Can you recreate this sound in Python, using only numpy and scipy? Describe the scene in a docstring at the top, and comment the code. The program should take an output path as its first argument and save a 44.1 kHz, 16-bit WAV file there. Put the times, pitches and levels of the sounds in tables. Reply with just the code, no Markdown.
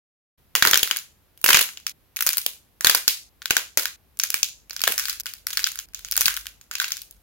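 """Crushing a filled clay shell

Two hands crush a hard clay shell with a soft filling, close to a microphone in a small room.
Each squeeze sets off a burst of cracks: short, ragged noise coloured by the shell, with small splits between.
They shed fine crumbs, bounce off the table and ring in the room. Stronger cracks tear longer.
The loudest overload the microphone. Rumble and hiss lie beneath, with a low hum that comes and goes."""
import sys
import numpy as np
from scipy import signal
from scipy.fft import rfft, irfft
from scipy.io import wavfile
from scipy.ndimage import uniform_filter1d

SR = 44100
rng = np.random.default_rng(int(sys.argv[2]) if len(sys.argv) > 2 else 0)


def wav_out(sig):
    """Save sig, one row per channel (or a flat mono array), as 16-bit PCM at SR to the path in sys.argv[1]."""
    wavfile.write(sys.argv[1], SR, np.round(np.clip(np.atleast_2d(sig).T, -1, 1) * 32767).astype(np.int16))


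N = 318402

# the cracks that stand out, before trims: start_s, level_db (2.2-7.5 kHz over 1 ms),
# thump_db, body_db, edge_db (these three relative to level_db), ring_hz (ring of the piece)
CRACKS = [(0.5522, -6.5, -19.5, -5, -1.5, 2820), (0.56, -13, -17, -3, -1, 6170),
          (0.624, -0.5, -26.5, -3, -7.5, 3660), (0.6507, -9, -19.5, 6.5, 0.5, 2980),
          (0.6728, -5, -20, -8, -3, 4370), (0.6827, -21, -21, -12, 5, 6750),
          (0.7116, -10, -16, -10, 3, 6240), (0.7332, -3, -19.5, -5, -18, 3060),
          (0.743, -5, -20, -9.5, -5, 3520), (0.7566, -9.5, -33.5, -6, -4, 3400),
          (0.7743, -8.0, -22.5, -15, 2, 5800), (0.7936, -18.5, -29, -13, -5, 3730),
          (0.8307, -6.5, -20, -14, 0.5, 3200), (0.9025, -33, -21, 3, 2, 3990),
          (0.9111, -9, -23, -4.5, -8, 3100), (0.9699, -24, -35.5, -22, 8, 6360),
          (0.9878, -24.5, -30, -20, -1.5, 7000), (1.3757, -47.5, -19, -10, 6.5, 3150),
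          (1.4145, -41, -17.5, -14, 10.5, 6550), (1.442, -10.5, -13.5, -6, 8.5, 2720),
          (1.4618, -7, -18.5, -6, -0.5, 2660), (1.4893, -7, -9, -0.5, 2, 3040),
          (1.505, -3.5, -15, -2, -4.5, 2360), (1.5308, -4, -18, -9, -4, 2980),
          (1.5448, -0.5, -24, -5.5, -9, 2860), (1.55, -5.5, -15, -2.5, -10, 2960),
          (1.5709, -6.5, -16, -7.5, -4, 5260), (1.5914, -8.5, -16.5, -5, 0, 2780),
          (1.6107, -16.5, -23.5, -4, 8.5, 3000), (1.6157, -17.5, -11, -23, 4, 4300),
          (1.6896, -29, -21, -4, -17, 2670), (1.773, -25.5, -24.5, -19, -16, 3020),
          (1.8667, -13.5, -38.5, -12.5, -4.5, 5240), (2.1625, -22.5, -27, -15.5, -2.5, 5950),
          (2.1684, -22, -22.5, -9, 5, 2400), (2.2074, -14.5, -28.5, -6.5, 2, 2830),
          (2.224, -20, -21.5, -2, 9.5, 5330), (2.2654, -12.5, -15, -10, 4.5, 6050),
          (2.2714, -10, -35, -8, 0, 7000), (2.2907, -10.5, -31, -12, 2, 4530),
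          (2.3316, -18.5, -40, -18, 4.5, 6750), (2.3709, -20.5, -23, -6, 11, 4250),
          (2.3816, -15, -26.5, -17, 6, 4600), (2.4633, -11.5, -17.5, -15.5, 2.5, 3493),
          (2.8086, -21, -16, -4, 0.5, 6630), (2.8461, -4, -17, -0.5, 0.5, 4160),
          (2.8695, -1, -26, -8.5, -3, 3300), (2.8962, -5, -16.5, -5.5, -4, 3150),
          (2.9481, -8, -14.5, -3.5, 3, 4800), (2.954, -14.5, -22, -25, -8, 4610),
          (3.0789, -1.5, -33, -17, -2, 4630), (3.4193, -30.5, -29.5, -1.5, -7.5, 3420),
          (3.457, -15.5, -30, -8, -5.5, 3635), (3.507, -3, -13.5, -7, -5, 2700),
          (3.5671, -4.5, -14.5, -4.5, -4.5, 3000), (3.7735, -5, -12.5, -6, 1, 6200),
          (3.8557, -13, -29, -5, -5, 3860), (4.1723, -42.5, -28.5, -17.5, 1, 6820),
          (4.1902, -32, -24.5, -25, 10.5, 7000), (4.1986, -9.5, -35.5, -14, -7, 6050),
          (4.2355, -10, -23.5, -18, -4.5, 6400), (4.239, -16.5, -34, -6, 0, 6550),
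          (4.3032, -15, -27, -15, 1.5, 6400), (4.3422, -11.5, -22.5, -6, 3, 2520),
          (4.4303, -3.5, -32, -25, -8.5, 6410), (4.6969, -33.5, -32, -14.5, 1.5, 2450),
          (4.708, -22.5, -21, -13, -11, 5000), (4.7641, -23, -52, -12, -15, 5600),
          (4.7936, -26, -37, -14, -18, 3390), (4.8168, -15.5, -48, -18, 0, 4610),
          (4.8379, -8.5, -24.5, -8, -3.5, 3040), (4.873, -19, -11.5, -0.5, -4, 3300),
          (4.8766, -8, -8, -2.5, 2, 3300), (4.9217, -18.5, -23, -5.5, 5.5, 2400),
          (4.9794, -14, -27, -10, -0.5, 5530), (4.996, -14.5, -38, -6.5, -2.5, 5660),
          (5.0839, -24.5, -42, 0.5, 3.5, 3230), (5.0971, -15.5, -44, -20, -4, 5020),
          (5.1992, -23.5, -39, -18, 1.5, 6230), (5.2067, -22.5, -29, -16, -2, 6050),
          (5.2346, -43, -26, -11, 3, 5330), (5.2584, -24, -25, -3.5, -3, 5140),
          (5.266, -21.5, -38, -10, -2, 3060), (5.337, -28, -43, -12.5, 2, 4600),
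          (5.469, -18, -28, -7, 3.5, 5360), (5.5095, -26, -30, -14, -13, 6510),
          (5.5338, -26.5, -36.5, -5, 3, 6750), (5.5723, -10, -42, -11, -3.5, 4340),
          (5.593, -22, -22, 2, 0, 2440), (5.6418, -5.5, -37, -18, -16, 4940),
          (5.6662, -19.5, -38, -6, -7, 3240), (5.671, -17.5, -48, -6.5, 1, 3100),
          (5.7569, -30.5, -34, -5, 4.5, 3180), (5.7893, -19.5, -48, -11.5, -1.5, 6600),
          (5.9464, -21, -38.5, -20.5, -6, 6300), (6.048, -23.5, -37, -13, -6, 6510),
          (6.1124, -22.0, -41.5, -25, 7.5, 4780), (6.1219, -15.5, -41, -17, 0, 5750),
          (6.1561, -21.5, -38, -10, -12, 4370), (6.1661, -19.5, -29, -8, 9.5, 4236),
          (6.1766, -8, -19.5, -10, -1, 6760), (6.209, -9.5, -26.5, -12, 3, 6240),
          (6.2158, -13, -23, -7.5, 4, 5630), (6.257, -5, -32, -35, -6, 3900),
          (6.2635, -14, -26, -7, 8.5, 4500), (6.281, -8.5, -31, -1, -4, 3040),
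          (6.3664, -19.5, -39, -13, 0, 3460), (6.373, -26.5, -31, 1, 7, 3270),
          (6.4569, -36.5, -21.5, -0.5, -2.5, 3280), (6.468, -24, -32.5, -7.5, -1.5, 3070),
          (6.6125, -39, -27.5, -11.5, -1, 6880), (6.7123, -21.5, -29.5, -2.5, -7.5, 6650),
          (6.7534, -15, -37.5, -12, -9.5, 2760), (6.7999, -12, -30.5, -5, -7.5, 3850),
          (6.8169, -21, -27, 3, 0.5, 3710), (6.8429, -15.5, -27.5, -9.5, -22, 2630),
          (6.9197, -14, -43, -15, -6.5, 5800), (6.9689, -26, -42, -16, -2, 6240),
          (7.0181, -31.5, -38, -20, 4.5, 4524), (7.1102, -41.5, -32, -29, 8, 6800)]
# thump, body, middle and edge of a crack: from_hz, to_hz
BAND_EDGES_HZ = [(150, 850), (1000, 2200), (2200, 7500), (8000, 16000)]
# colour of the snapping shell: pitch_hz, flat_db (as a flat plate), caved_db (once caved in)
SHELL = [(29.95, -18, -32.5), (190, -16.5, -25.5), (443.5, -12, -20.5), (765, -13.5, -19), (1017, -3.5, -8),
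         (1130, -5, -5.5), (1543, 3.5, 6.5), (1826, 0.5, 1), (2920, 0, -3.5), (4730, 0.5, 0), (7000, 2, -1),
         (8220, -8.5, -6.5), (11600, 0, -1), (15830, -1.5, -0.5)]
# the room's answer: pitch_hz, level_db, t60_s (time to die away by 60 dB)
ROOM = [(102, -7, 0.11), (494.7, 3, 0.23), (1630, -5.5, 0.29), (2130, 2, 0.25), (5600, -4.5, 0.32),
        (8300, -2, 0.35), (10700, -1, 0.28), (15500, -4, 0.23)]
# moments at which the ringing breaks off short: start_s
BREAKS = [1.928, 3.301, 3.968, 5.217, 5.859]
# tone colour of the rumble and hiss: pitch_hz, level_db (per Hz, relative)
FLOOR = [(20, -21.5), (45, -6), (70, -4), (140, -9), (400, -16), (1200, -22), (4000, -26.5), (8500, -33.5),
         (12500, -22.5), (16000, -28.5)]
# how loud the low hum is, before it flutters: start_s, level_db
HUM = [(4.3, -82), (4.9, -60.5), (5.35, -64.5), (5.8, -63), (6.0, -58), (6.48, -55), (6.62, -74),
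       (6.85, -69.5), (7.2, -63)]
# the shell gradually loses its low ring between these times: start_s, end_s
CAVING_IN = (2.1, 3.37)
# one row a squeeze of the hands: start_s, end_s, length_ms (of its tears, before scaling),
# room_db (share sent to the room), split_db (level of the small splits)
SQUEEZES = [(0.546, 0.987, 0.53, -4.5, -21.5), (1.449, 1.618, 0.58, -3, -15), (1.68, 1.873, .4, -4.5, -42),
            (2.163, 2.4, 0.46, -6, -20.5), (2.842, 2.966, 0.78, -4, -16.5), (3.07, 3.1, 1.16, -2, -27.5),
            (3.404, 3.568, 0.39, -7, -33), (3.774, 3.838, 0.48, -5, -17.5), (4.167, 4.43, 0.42, -5.5, -32),
            (4.723, 4.94, 0.43, -4, -26.5), (4.964, 5.13, 0.457, -0.5, -20),
            (5.435, 5.805, 0.53, -4.5, -28), (5.866, 6.048, 0.48, -1.5, -42),
            (6.082, 6.38, 0.38, -5.5, -24), (6.712, 6.98, 0.55, -2.5, -26)]

FLOOR_DB, FLOOR_START_S = -62, .375
HUM_HZ = 48.7  # the pitch it wavers around
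ONSET_SAMPLES = 6  # moves a snap later, to make room for its rounded start
EDGE_HZ = 16150  # the treble ends around here
DOUBLE_TEAR_DB = 27.5  # a crack this much stronger tears twice as long
# an ordinary crack: its level, then its thump, body and edge relative to that
USUAL_DB = -12
USUAL_THUMP_DB, USUAL_BODY_DB, USUAL_EDGE_DB = -29, -8, -1
USUAL_RING_HZ = 4300
ROOM_BY_STRENGTH = 0.0085  # dB of room share gained for each dB of strength
# the room gathers all directions, so a piece's ring stands out less there
ROOM_RING_DB = 4.0


def gain_of(db):
    """Turns decibels into a plain multiplier."""
    return 10 ** (np.asarray(db) / 20)


def evened(x):
    """Scales to an average strength (rms) of 1."""
    return x / np.sqrt(np.mean(x ** 2, axis=-1, keepdims=True) + 1e-20)


def read(points, hz, axis=1):
    """Reads one column of a table, joined by straight lines over log frequency."""
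    points = np.array(points, float)
    return np.interp(np.log(hz + 1), np.log(points[:, 0] + 1), points[:, axis])


def rfft_hz(size):
    """Frequencies of the bins of a spectrum."""
    return np.arange(size // 2 + 1) * SR / size


def add(mix, s, sound):
    """Lays a stereo sound into the mix at time s."""
    part = mix[:, max(round(s * SR), 0):][:, :sound.shape[1]]
    part += sound[:, :part.shape[1]]


def causal(gain):
    """Gives a magnitude the timing of a real object, which rings only after it is struck."""
    cepstrum = irfft(np.log(gain + 1e-6))
    half = len(cepstrum) // 2
    # fold the half before time zero onto the half after it
    cepstrum[1:half] *= 2
    cepstrum[half + 1:] = 0
    return np.exp(rfft(cepstrum))


def background(alike=0.47, waver=0.018, flutter_db=1.6, rumble_db=-1.5):
    """Room rumble and microphone hiss, with a hum that wavers and swells over a rough low drone."""
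    t, hz = np.arange(N) / SR, rfft_hz(N)
    left, other = rfft(rng.standard_normal((2, N)))
    # the two channels share more in the bass than in the treble
    same = np.clip(alike / (1 + hz / 3000), 0, 1)
    noise = np.array([left, same * left + np.sqrt(1 - same ** 2) * other])
    floor = gain_of(FLOOR_DB) * evened(irfft(noise * gain_of(read(FLOOR, hz)), N))

    wander = uniform_filter1d(rng.standard_normal((2, N)), size=6000, axis=1)
    drift, flutter = evened(wander)
    hum_db = np.interp(t, *np.transpose(HUM))
    hum_phase = 2 * np.pi * np.cumsum(HUM_HZ * (1 + waver * drift)) / SR
    hum = gain_of(hum_db + flutter_db * flutter) * np.sqrt(2) * np.sin(hum_phase)

    # noise in a hump just above the hum's pitch
    drone_shape = np.exp(-2 * np.log2((hz + 1) / (1.1 * HUM_HZ)) ** 2)
    drone = evened(irfft(noise * drone_shape, N))
    # in dB, the drone swells only half as much as the hum
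    drone *= gain_of(rumble_db + (hum_db + FLOOR_DB) / 2 - 4.5)
    return (floor + hum + drone) * np.clip((t - FLOOR_START_S) / 0.007, 0, 1)


def squeeze_at(s):
    """Finds the squeeze of the hands nearest to time s."""
    return min(SQUEEZES, key=lambda row: max(row[0] - s, s - row[1]))


def splits(per_s=26, spread_db=3.0, ends_db=-8.0, colour_db=2.5, ring_octaves=0.34, count=24):
    """Small cracks at random moments of each squeeze, tending strongest mid-way; rows as in CRACKS."""
    rows, usual = [], np.array([USUAL_THUMP_DB, USUAL_BODY_DB, USUAL_EDGE_DB])
    for start, end, _, _, split_db in SQUEEZES:
        # one random moment in each equal slice of time
        moments = start + (np.arange(count) + rng.random(count)) / per_s
        for s, chance in zip(moments, rng.standard_normal((count, 5))):
            if s < end:
                # 0 in the middle of the squeeze, 1 at both ends
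                slack = (2 * (s - start) / (end - start) - 1) ** 2
                level_db = split_db + ends_db * slack + spread_db * chance[0]
                ring_hz = USUAL_RING_HZ * 2 ** (ring_octaves * chance[1])
                rows.append((s, level_db, *(usual + colour_db * chance[2:]), ring_hz))
    return rows


def shard(band_db, ring_hz, s, size=1024, ring_db=8.0, ring_octaves=0.19, count=9):
    """Spectrum of a piece breaking at time s: shell colour, its own ring, and a set energy in each band."""
    hz, caved = rfft_hz(size), np.interp(s, CAVING_IN, (0, 1))
    shell_db = (1 - caved) * read(SHELL, hz) + caved * read(SHELL, hz, axis=2)
    octaves_away = np.log2((hz + 1) / ring_hz)
    colour = gain_of(shell_db + ring_db * np.exp(-.5 * (octaves_away / ring_octaves) ** 2))
    # energy of each bin, as a level over 1 ms
    power = colour ** 2 * 2 / size / (SR / 1000)
    lift_db = []
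    for db, (lo, hi) in zip(band_db, BAND_EDGES_HZ):
        band_power = power[(hz > lo) & (hz < hi)].sum()
        lift_db.append(db - 10 * np.log10(band_power))
    # join the bands and blend the steps over count bins
    lift_db = np.interp(hz, np.ravel(BAND_EDGES_HZ), np.repeat(lift_db, 2))
    return causal(colour * gain_of(uniform_filter1d(lift_db, size=count)))


def snap(piece, length_ms, size=1024, tear=.54, swell=0.62, first_break=.22, apart_hz=7640.0,
         lag_s=.00007, pan_db=3.0, bounce=0.47, bounce_s=0.0015):
    """A ragged tear swells and lets go with a sudden break, stronger if short; the table echoes it."""
    t, hz = np.arange(size) / SR, rfft_hz(size)
    tear_s = np.clip(tear * length_ms, .08, 4) / 1000
    rip = rng.standard_normal((2, size)) * (t / tear_s) ** swell * np.exp(-t / tear_s)
    first, second = rfft(rip / np.linalg.norm(rip, axis=1, keepdims=True))
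    # a single click, tear_s after the start
    sudden = first_break / max(length_ms, .1) * np.exp(-2j * np.pi * hz * tear_s)
    first = first + rng.choice([-1, 1]) * sudden
    second = second + 1j * rng.choice([-1, 1]) * sudden

    # the right channel hears it a little later, and its treble differs more
    same = 1 / np.sqrt(1 + (hz / apart_hz) ** 2)
    lag = lag_s * abs(1 + .6 * rng.standard_normal())
    right = (same * first + np.sqrt(1 - same ** 2) * second) * np.exp(-2j * np.pi * hz * lag)
    tearing = np.array([first, right])
    echo_s = bounce_s * rng.uniform(.8, 1.9, (2, 1))
    tearing *= 1 + bounce * np.exp(-2j * np.pi * hz * echo_s)

    # make the tear even over broad bands: the colour comes from the piece
    broad = np.sqrt(uniform_filter1d(abs(tearing) ** 2, size=48, axis=1) + 1e-9)
    tearing /= np.array([causal(channel) for channel in broad])
    top = np.clip((SR / 2 - hz) / (SR / 2 - EDGE_HZ), 0, 1)
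    sound = np.roll(irfft(tearing * piece * top), ONSET_SAMPLES)
    dying = np.clip(2 - 4 * t / t[-1], 0, 1)  # silent in the second half
    return sound * dying * gain_of(pan_db * rng.standard_normal() * np.array([[.5], [-.5]]))


def cracks(level_db=0.5, thump_db=-1.5, body_db=0., edge_db=-0.5, left_db=0.77, send_db=0., room_by_body=.15):
    """Breaks the shell: what reaches the microphone directly, and what goes out into the room."""
    direct, sent = np.zeros((2, 2, N))
    trim = level_db + np.array([thump_db, body_db, 0, edge_db])
    for s, db, thump, body, edge, ring_hz in list(CRACKS) + splits():
        _, _, length_ms, room_db, _ = squeeze_at(s)
        stronger = db - USUAL_DB
        band_db = db + trim + np.array([thump, body, 0, edge])
        scaled_ms = length_ms * 2 ** (stronger / DOUBLE_TEAR_DB)
        add(direct, s, snap(shard(band_db, ring_hz, s), scaled_ms))
        # broad pieces, with much body, send more into the room
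        share_db = send_db + room_db + ROOM_BY_STRENGTH * stronger + room_by_body * (body - USUAL_BODY_DB)
        room_piece = shard(band_db + share_db, ring_hz, s, ring_db=ROOM_RING_DB, count=15)
        add(sent, s, np.tile(irfft(room_piece), (2, 1)))
    return direct * gain_of([[left_db], [-left_db]]), sent


def crumbs(sent, per_s=130, settle_s=.024, spread_db=3.0, level_db=-8.5, count=12):
    """Tiny splinters snap for a while after each crack, as strong as the recent breaking."""
    age = np.arange(5000) / (settle_s * SR)
    recent = np.sqrt(age) * np.exp(-2 * age)
    energy = (sent ** 2).mean(0)
    strain = np.sqrt(abs(signal.oaconvolve(energy, recent / recent.sum())[:N]))
    sizes = gain_of(spread_db * np.minimum(rng.exponential(1, N), 3))
    clicks = strain * evened(sizes * (rng.random(N) < per_s / SR))
    # each click becomes one of a few kinds of tick, with rings from low to high
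    kind, out = rng.integers(0, count, N), np.zeros((2, N))
    for k, ring_hz in enumerate(np.geomspace(2200, 7000, count)):
        tick = snap(shard([-30.5, -10, 6.0, 4.5], ring_hz, np.mean(CAVING_IN)), 0.43)
        tick = tick / np.linalg.norm(tick[0])
        out += signal.oaconvolve((clicks * (kind == k))[None], tick, axes=1)[:, :N]
    # the crumbs fall silent briefly after each break in the ringing
    for s in BREAKS:
        out[:, round(s * SR):][:, :len(recent) // 2] = 0
    return gain_of(level_db) * out


def room_tail(size=26460, delay_s=0.00051, build_s=0.0026):
    """Dense reflections of random sign and strength; each band dies at its own speed."""
    t = np.arange(size) / SR
    taps = rng.standard_normal((2, size)) * (rng.random((2, size)) < .15)
    hz, frame_s, bands = signal.stft(evened(taps), SR, nperseg=256)
    t60_s = np.maximum(read(ROOM, hz, axis=2), .05)[:, None]
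    decay = np.log(1000) / t60_s
    # the last factor keeps a band's total energy the same, however slowly it dies
    bands *= gain_of(read(ROOM, hz))[:, None] * np.exp(-decay * frame_s) * np.sqrt(2 * decay / SR)
    tail = signal.istft(bands, SR, nperseg=256)[1][:, :size]
    return tail * (1 - np.exp(-np.maximum(t - delay_s, 0) / build_s))


def room(sent, level_db=0., fade_s=0.011, count=3):
    """Rings on until each break; sets of random reflections take turns steadily, so the ringing varies."""
    t, out = np.arange(N) / SR, np.zeros((2, N))
    tails = [room_tail() for _ in range(count)]
    path = (np.arange(N) // 700) % count  # the next set every 700 samples
    starts, ends = [0] + list(BREAKS), list(BREAKS) + [N / SR + fade_s]
    for start, end in zip(starts, ends):
        span = (t >= start) & (t < end)
        ring = sum(signal.oaconvolve((sent * (path == k))[:, span], tails[k], axes=1) for k in range(count))
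        fade = np.clip((end - t[span]) / fade_s, 0, 1) ** 2
        out[:, span] = ring[:, :span.sum()] * fade
    return gain_of(level_db) * out


def scene():
    """Mixes cracks and crumbs, their room, and the background."""
    direct, sent = cracks()
    splinters = crumbs(sent)
    return direct + splinters + room(sent + .5 * splinters) + background()


def record(dry, ceiling=0.96, overload_db=-11.0, thud_hz=295.0):
    """The loudest snaps flatten against the ceiling, lopsidedly, leaving a low thud; treble is cut off."""
    clipped = dry / (1 + (dry / ceiling) ** 6) ** (1 / 6)
    low_pass = signal.butter(2, thud_hz, fs=SR, output="sos")
    # the thud is the low part of what the ceiling cut away
    thud = signal.sosfilt(low_pass, abs(dry - clipped))
    heard = clipped - gain_of(overload_db) * thud
    band_limit = signal.firwin(255, EDGE_HZ, window=("kaiser", 7), fs=SR)
    return signal.oaconvolve(heard, band_limit[None], "same")


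dry = scene()
out = record(dry)
wav_out(out)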